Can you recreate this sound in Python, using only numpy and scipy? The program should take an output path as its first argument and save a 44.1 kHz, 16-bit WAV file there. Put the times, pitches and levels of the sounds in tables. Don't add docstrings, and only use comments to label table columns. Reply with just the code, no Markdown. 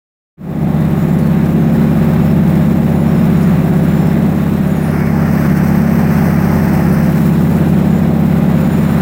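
import sys
import numpy as np
from scipy import signal
from scipy.fft import rfft, irfft, next_fast_len
from scipy.io import wavfile
from scipy.ndimage import uniform_filter1d, minimum_filter1d

SR = 44100
rng = np.random.default_rng(int(sys.argv[2]) if len(sys.argv) > 2 else 0)


def inscribe(sig):
    pcm = np.round(np.clip(np.atleast_2d(sig).T, -1, 1) * 32767)
    wavfile.write(sys.argv[1], SR, pcm.astype(np.int16))


N = 397341
CYCLES_PER_S = 17.155
BITE_START_S, BITE_END_S = 4.72, 7.04


def from_db(db):
    return 10 ** (np.asarray(db) / 20)


def unit_rms(x):
    return x / np.sqrt(np.mean(x ** 2) + 1e-20)


def seconds():
    return np.arange(N) / SR


def ramp(start_s, length_s):
    return np.clip((seconds() - start_s) / length_s, 0, 1)


def curve(rows):
    return np.interp(seconds(), *np.transpose(rows))


def noise():
    return rng.standard_normal(N)


def random_times(per_s):
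    return rng.uniform(0, N / SR, int(round(per_s * N / SR)))


def drift(rate_hz):
    step, settle = 40, 2000
    pole = np.exp(-2 * np.pi * step * rate_hz / SR)
    kicks = rng.standard_normal(N // step + settle + 2)
    slow = signal.lfilter([1], [1, -2 * pole, pole * pole], kicks)[settle:]
    return np.interp(np.arange(N) / step, np.arange(len(slow)), unit_rms(slow))


def coloured(x, spectrum):
    hz, db = np.transpose(spectrum)
    size = next_fast_len(N)
    octave = np.log2(np.maximum(np.arange(size // 2 + 1) * SR / size, 1))
    outside = np.abs(octave - np.clip(octave, np.log2(hz[0]), np.log2(hz[-1])))
    gain = from_db(np.interp(octave, np.log2(hz), db) - 36 * outside)
    return unit_rms(irfft(rfft(x, size) * gain, size)[:N])


def grains(per_s, spread_db):
    sizes = from_db(spread_db * np.minimum(rng.exponential(1, N), 4))
    return unit_rms((rng.random(N) < per_s / SR) * sizes * rng.choice([-1, 1], N))


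def bite(attack_s=0.24, release_s=0.2):
    return ramp(BITE_START_S, attack_s) * (1 - ramp(BITE_END_S, release_s))


def coloured_by_bite(source, light, heavy):
    load = bite()
    light_cut, heavy_cut = coloured(source(), light), coloured(source(), heavy)
    return unit_rms(np.sqrt(1 - load) * light_cut + np.sqrt(load) * heavy_cut)


def creep_db(db_per_s):
    return db_per_s * (seconds() - N / SR / 2)


def engine_cycles(hunt_per_s, hunt_period_s):
    hunting = hunt_per_s * np.cos(2 * np.pi * seconds() / hunt_period_s)
    return np.cumsum(CYCLES_PER_S - hunting) / SR


def firing(cycle, depth_db, lope_db, cylinders=6):
    turn = 2 * np.pi * cycle
    uneven = sum(np.cos(k * turn + k * k) for k in range(1, cylinders - 1))
    return unit_rms(from_db(depth_db * np.cos(cylinders * turn) + lope_db * uneven))


# t/s, level/dB
ENGINE_EFFORT = [(.6, -1.8), (1.9, 1.1), (4.0, .5), (4.8, -2.5), (5.4, 0.5), (9, 0.1)]

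def effort_db(share=1):
    return share * curve(ENGINE_EFFORT)


# multiple of the cycle rate, relative level/dB
EXHAUST_LINES = [(3, -38.5), (4, -47), (5, -23), (6, -50), (8, -27), (9, -15.5), (10, -20.5), (11, -18),
                 (12, -26.5), (13, -19), (15, -46.5), (16, -41), (17, -38.5), (18, -32), (19, -37.5),
                 (20, -38.5), (21, -37), (22, -34), (23, -36), (26, -42.5), (30, -38.5), (32, -44.5),
                 (33, -42.5), (34, -46.5), (36, -50)]
# t/s, level/dB
THROB = [(2.4, 0), (2.95, -8), (3.3, 1), (4.1, 3), (4.5, -9), (5.5, -12), (6, -1)]

def exhaust(cycle, waver, flutter, bark_db, throb_multiple):
    throb_db, load = curve(THROB), bite()
    out = 0
    for multiple, db in EXHAUST_LINES:
        smear = .76 * multiple ** 2
        phase = 2 * np.pi * multiple * cycle + smear
        if multiple == throb_multiple:
            db = db + throb_db
        if multiple <= throb_multiple / 2:
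            db = db + bark_db * (load - .5)
        unsteady = 1 if multiple >= throb_multiple else .3
        swell = 1 + waver * unsteady * drift(1.46)
        phase_wobble = flutter * unsteady * drift(1.85)
        out = out + from_db(db) * (swell * np.cos(phase) + phase_wobble * np.sin(phase))
    return unit_rms(out)


# f/Hz, relative level/dB
PANEL_RUMBLE = [(70, -9.5), (112, -7), (135, -0.5), (165, -1), (205, 3), (245, 1), (275, -3.5), (340, -19)]
PANEL_ROAR = [(150, -2.5), (250, -2.5), (310, 0), (385, 0), (440, -7), (490, -5.5), (560, -4), (660, -6),
              (820, -6.5), (930, -14.5), (1200, -28), (2500, -60)]

def body(cycle, rumble_db, roar_db, bite_db, surge_db):
    shaking = from_db(effort_db(share=.45) + bite_db * bite() + surge_db * drift(3.1))
    rumble = from_db(rumble_db) * coloured(noise(), PANEL_RUMBLE)
    pulsing = noise() * firing(cycle, depth_db=0.3, lope_db=0.5)
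    roar = from_db(roar_db + creep_db(0.23)) * coloured(pulsing, PANEL_ROAR)
    return shaking * (rumble + roar)


# f/Hz, level/dB
GEAR_TONES = [(326, -34), (635, -40), (1097, -44), (1216, -47), (1850, -54), (1987, -51), (3616, -60.5)]

def whines(cycle, stray_hz):
    shaft_s = cycle / CYCLES_PER_S
    out = 0
    for hz, db in GEAR_TONES:
        play = stray_hz * np.cumsum(drift(12.2)) / SR
        out = out + from_db(db) * np.sin(2 * np.pi * (hz * shaft_s + play))
    return np.sqrt(2) * out


# f/Hz, relative level/dB
LIGHT_CUT = [(500, -32), (900, 1.5), (1150, 1.5), (1400, 0.5), (1650, 0), (2000, -3), (2500, -6.5),
             (3100, -13), (3500, -13.5), (4000, -14), (4600, -25), (8000, -42)]
HEAVY_CUT = [(500, -11), (800, 1.5), (1050, -0.5), (1400, 0), (1800, 0), (2100, -4.5), (2500, -9.5),
             (3100, -18.5), (3700, -26), (4600, -21), (8000, -32)]

def drum(cycle):
    knock = firing(cycle, depth_db=-0.3, lope_db=0.13) * from_db(.5 * drift(17))
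    crunch = lambda: (noise() + 0.77 * grains(per_s=2500, spread_db=1.5)) * knock
    return coloured_by_bite(crunch, LIGHT_CUT, HEAVY_CUT)


# f/Hz, relative level/dB
LIGHT_GRIT = [(2500, -33), (4200, -5.5), (4700, -7.5), (5450, -3.5), (6100, -8), (7000, -4.5), (9350, -7),
              (13200, -4.5), (14800, 4), (15700, -1)]
HEAVY_GRIT = [(2500, -35), (4200, -5.5), (4650, -11), (5050, -1.5), (6000, 0), (6600, -6.5), (7300, -11),
              (8050, -2), (10600, -9.5), (11800, -1.5), (13300, -1.5), (14800, 3), (15700, 3.5)]

def grit(cycle):
    flurry = firing(cycle, depth_db=1.5, lope_db=0.5) * from_db(0.92 * drift(25))
    shower = lambda: (noise() + 0.4 * grains(per_s=3000, spread_db=4.0)) * flurry
    return coloured_by_bite(shower, LIGHT_GRIT, HEAVY_GRIT)


def cutter(cycle, grind_db, grind_bite_db, grit_db, grit_bite_db):
    uneven_asphalt_db = 0.85 * drift(1.6)
    shared_db = effort_db(share=0.68) + creep_db(0.22) + uneven_asphalt_db
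    pile = bite(attack_s=0.71, release_s=0.76)
    grinding = from_db(grind_db + grind_bite_db * bite() + shared_db) * drum(cycle)
    hiss = from_db(grit_db + grit_bite_db * pile + shared_db) * grit(cycle)
    return grinding + hiss


# f/Hz, relative level/dB
MIC_WIND = [(18, -32), (26, -13), (35, -4), (47, -5), (62, -5), (100, -9)]

def breeze(level_db, gust_db):
    return from_db(level_db + gust_db * np.tanh(drift(5.6))) * coloured(noise(), MIC_WIND)


LINK_MODES = [3670, 5000, 5340, 7040, 7870, 10100, 11700]

def rubbing_links(width_hz, swell_db):
    out = 0
    for hz in LINK_MODES:
        ringing = signal.lfilter(*signal.iirpeak(hz, hz / width_hz, fs=SR), noise())
        out = out + ringing * from_db(swell_db * np.minimum(drift(1.7), 1.5))
    return unit_rms(out)


def faint_slips(per_s, typical_s, spread, level_db, rough):
    rows = []
    for start_s in random_times(per_s):
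        length_s = typical_s * rng.uniform(.5, 1.5)
        hz = rng.choice(LINK_MODES) * (1 + spread * rng.normal())
        rows.append((start_s, length_s, hz, level_db, rough))
    return rows


# t/s, length/s, starting f/Hz, level/dB, roughness 0-1
PIN_SQUEAKS = [(1.08, 0.084, 7400, -57, .1), (1.1, 0.22, 10770, -59, .2), (1.2, .12, 4330, -54, .15),
               (1.56, .13, 6400, -59, .15), (2.91, .13, 10630, -52, .15), (3.04, .17, 10980, -60, .2),
               (3.05, .15, 5500, -57, .1), (3.88, .2, 7170, -51, .05), (4.6, .5, 10330, -56, .25),
               (4.62, .55, 11400, -54, .9), (4.66, 0.27, 6800, -54, .6), (4.68, .3, 9200, -54, .9),
               (4.8, 0.67, 5200, -55, .2), (4.93, .21, 2190, -39.5, .4), (5.6, 0.72, 12000, -52, .8),
               (6.5, .68, 5200, -55, .35), (6.86, .12, 10600, -49, .6), (7.47, 0.33, 10080, -58.5, .4),
               (7.88, 0.15, 7040, -52.5, .1), (8.52, 0.49, 9200, -53.5, .9), (8.52, 0.49, 6980, -52, .1)]

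def squeaks(faint_rows, warble_hz, jitter_hz, flicker_db):
    out, flicker, load = np.zeros(N), drift(22), bite()
    stray_hz = warble_hz * drift(24.6) + jitter_hz * drift(200)
    glide_per_s = 0.049 * (1 - load) - 0.029 * load
    for start_s, length_s, start_hz, db, rough in PIN_SQUEAKS + faint_rows:
        at = np.arange(int(start_s * SR), min(int((start_s + length_s) * SR), N))
        along = np.clip((at / SR - start_s) / length_s, 0, 1)
        own = (at + rng.integers(N)) % N
        hz = start_hz * (1 + np.cumsum(glide_per_s[at]) / SR) + rough * stray_hz[own]
        arch = np.sqrt(np.pi * np.abs(np.sin(np.pi * along)))
        gain = from_db(db + flicker_db * np.sqrt(rough) * flicker[own])
        out[at] += arch * gain * np.sin(2 * np.pi * np.cumsum(hz) / SR)
    return out


# t/s, starting level/dB
STONE_HITS = [(1.1875, -36), (2.555, -40), (3.43, -35), (4.0694, -38.5), (5.572, -34), (6.679, -37),
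              (7.0307, -38)]
# f/Hz, relative level/dB
STONE_CRACK = [(1500, -10), (3300, -1), (5300, 3), (7500, 1), (10000, 2), (15000, -2)]

def chips(t60_s, small_per_s, small_db):
    t, envelope = seconds(), np.zeros(N)
    crack = coloured(noise(), STONE_CRACK)
    small_hits = [(start_s, small_db) for start_s in random_times(small_per_s)]
    for start_s, db in STONE_HITS + small_hits:
        at = int(start_s * SR)
        envelope[at:] += from_db(db - 60 * np.minimum(t[:N - at] / t60_s, 4))
    return envelope * crack


def scene():
    cycle = engine_cycles(hunt_per_s=.035, hunt_period_s=1.32)
    drone = exhaust(cycle, waver=0.21, flutter=0.14, bark_db=2.0, throb_multiple=10)
    drone *= from_db(-10.5 + effort_db())
    panels = body(cycle, rumble_db=-19, roar_db=-22.5, bite_db=0.16, surge_db=0.55)
    gears = whines(cycle, stray_hz=3.08)
    milling = cutter(cycle, grind_db=-31.5, grind_bite_db=4, grit_db=-41, grit_bite_db=3.5)
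    wind = breeze(level_db=-37, gust_db=2.7)
    links = from_db(-56.5) * rubbing_links(width_hz=90, swell_db=4.0)
    slips = faint_slips(per_s=2, typical_s=0.17, spread=0.023, level_db=-56, rough=.25)
    pins = squeaks(slips, warble_hz=130, jitter_hz=130, flicker_db=5.0)
    stones = chips(t60_s=0.071, small_per_s=2.6, small_db=-41.5)
    return (drone + panels + gears + milling + wind + links + pins + stones)[None]


def limiter(x, top, hold_s):
    size = int(hold_s * SR)
    gain = minimum_filter1d(np.minimum(1, top / (np.abs(x) + 1e-9)), size)
    return x * uniform_filter1d(gain, size)


def record(dry):
    faded = dry * ramp(start_s=0.37, length_s=0.32)
    held = limiter(faded, top=0.83, hold_s=0.016)
    lowpass = signal.ellip(12, .1, 90, 15800, fs=SR, output="sos")
    return signal.sosfilt(lowpass, held)


dry = scene()
out = record(dry)
inscribe(out)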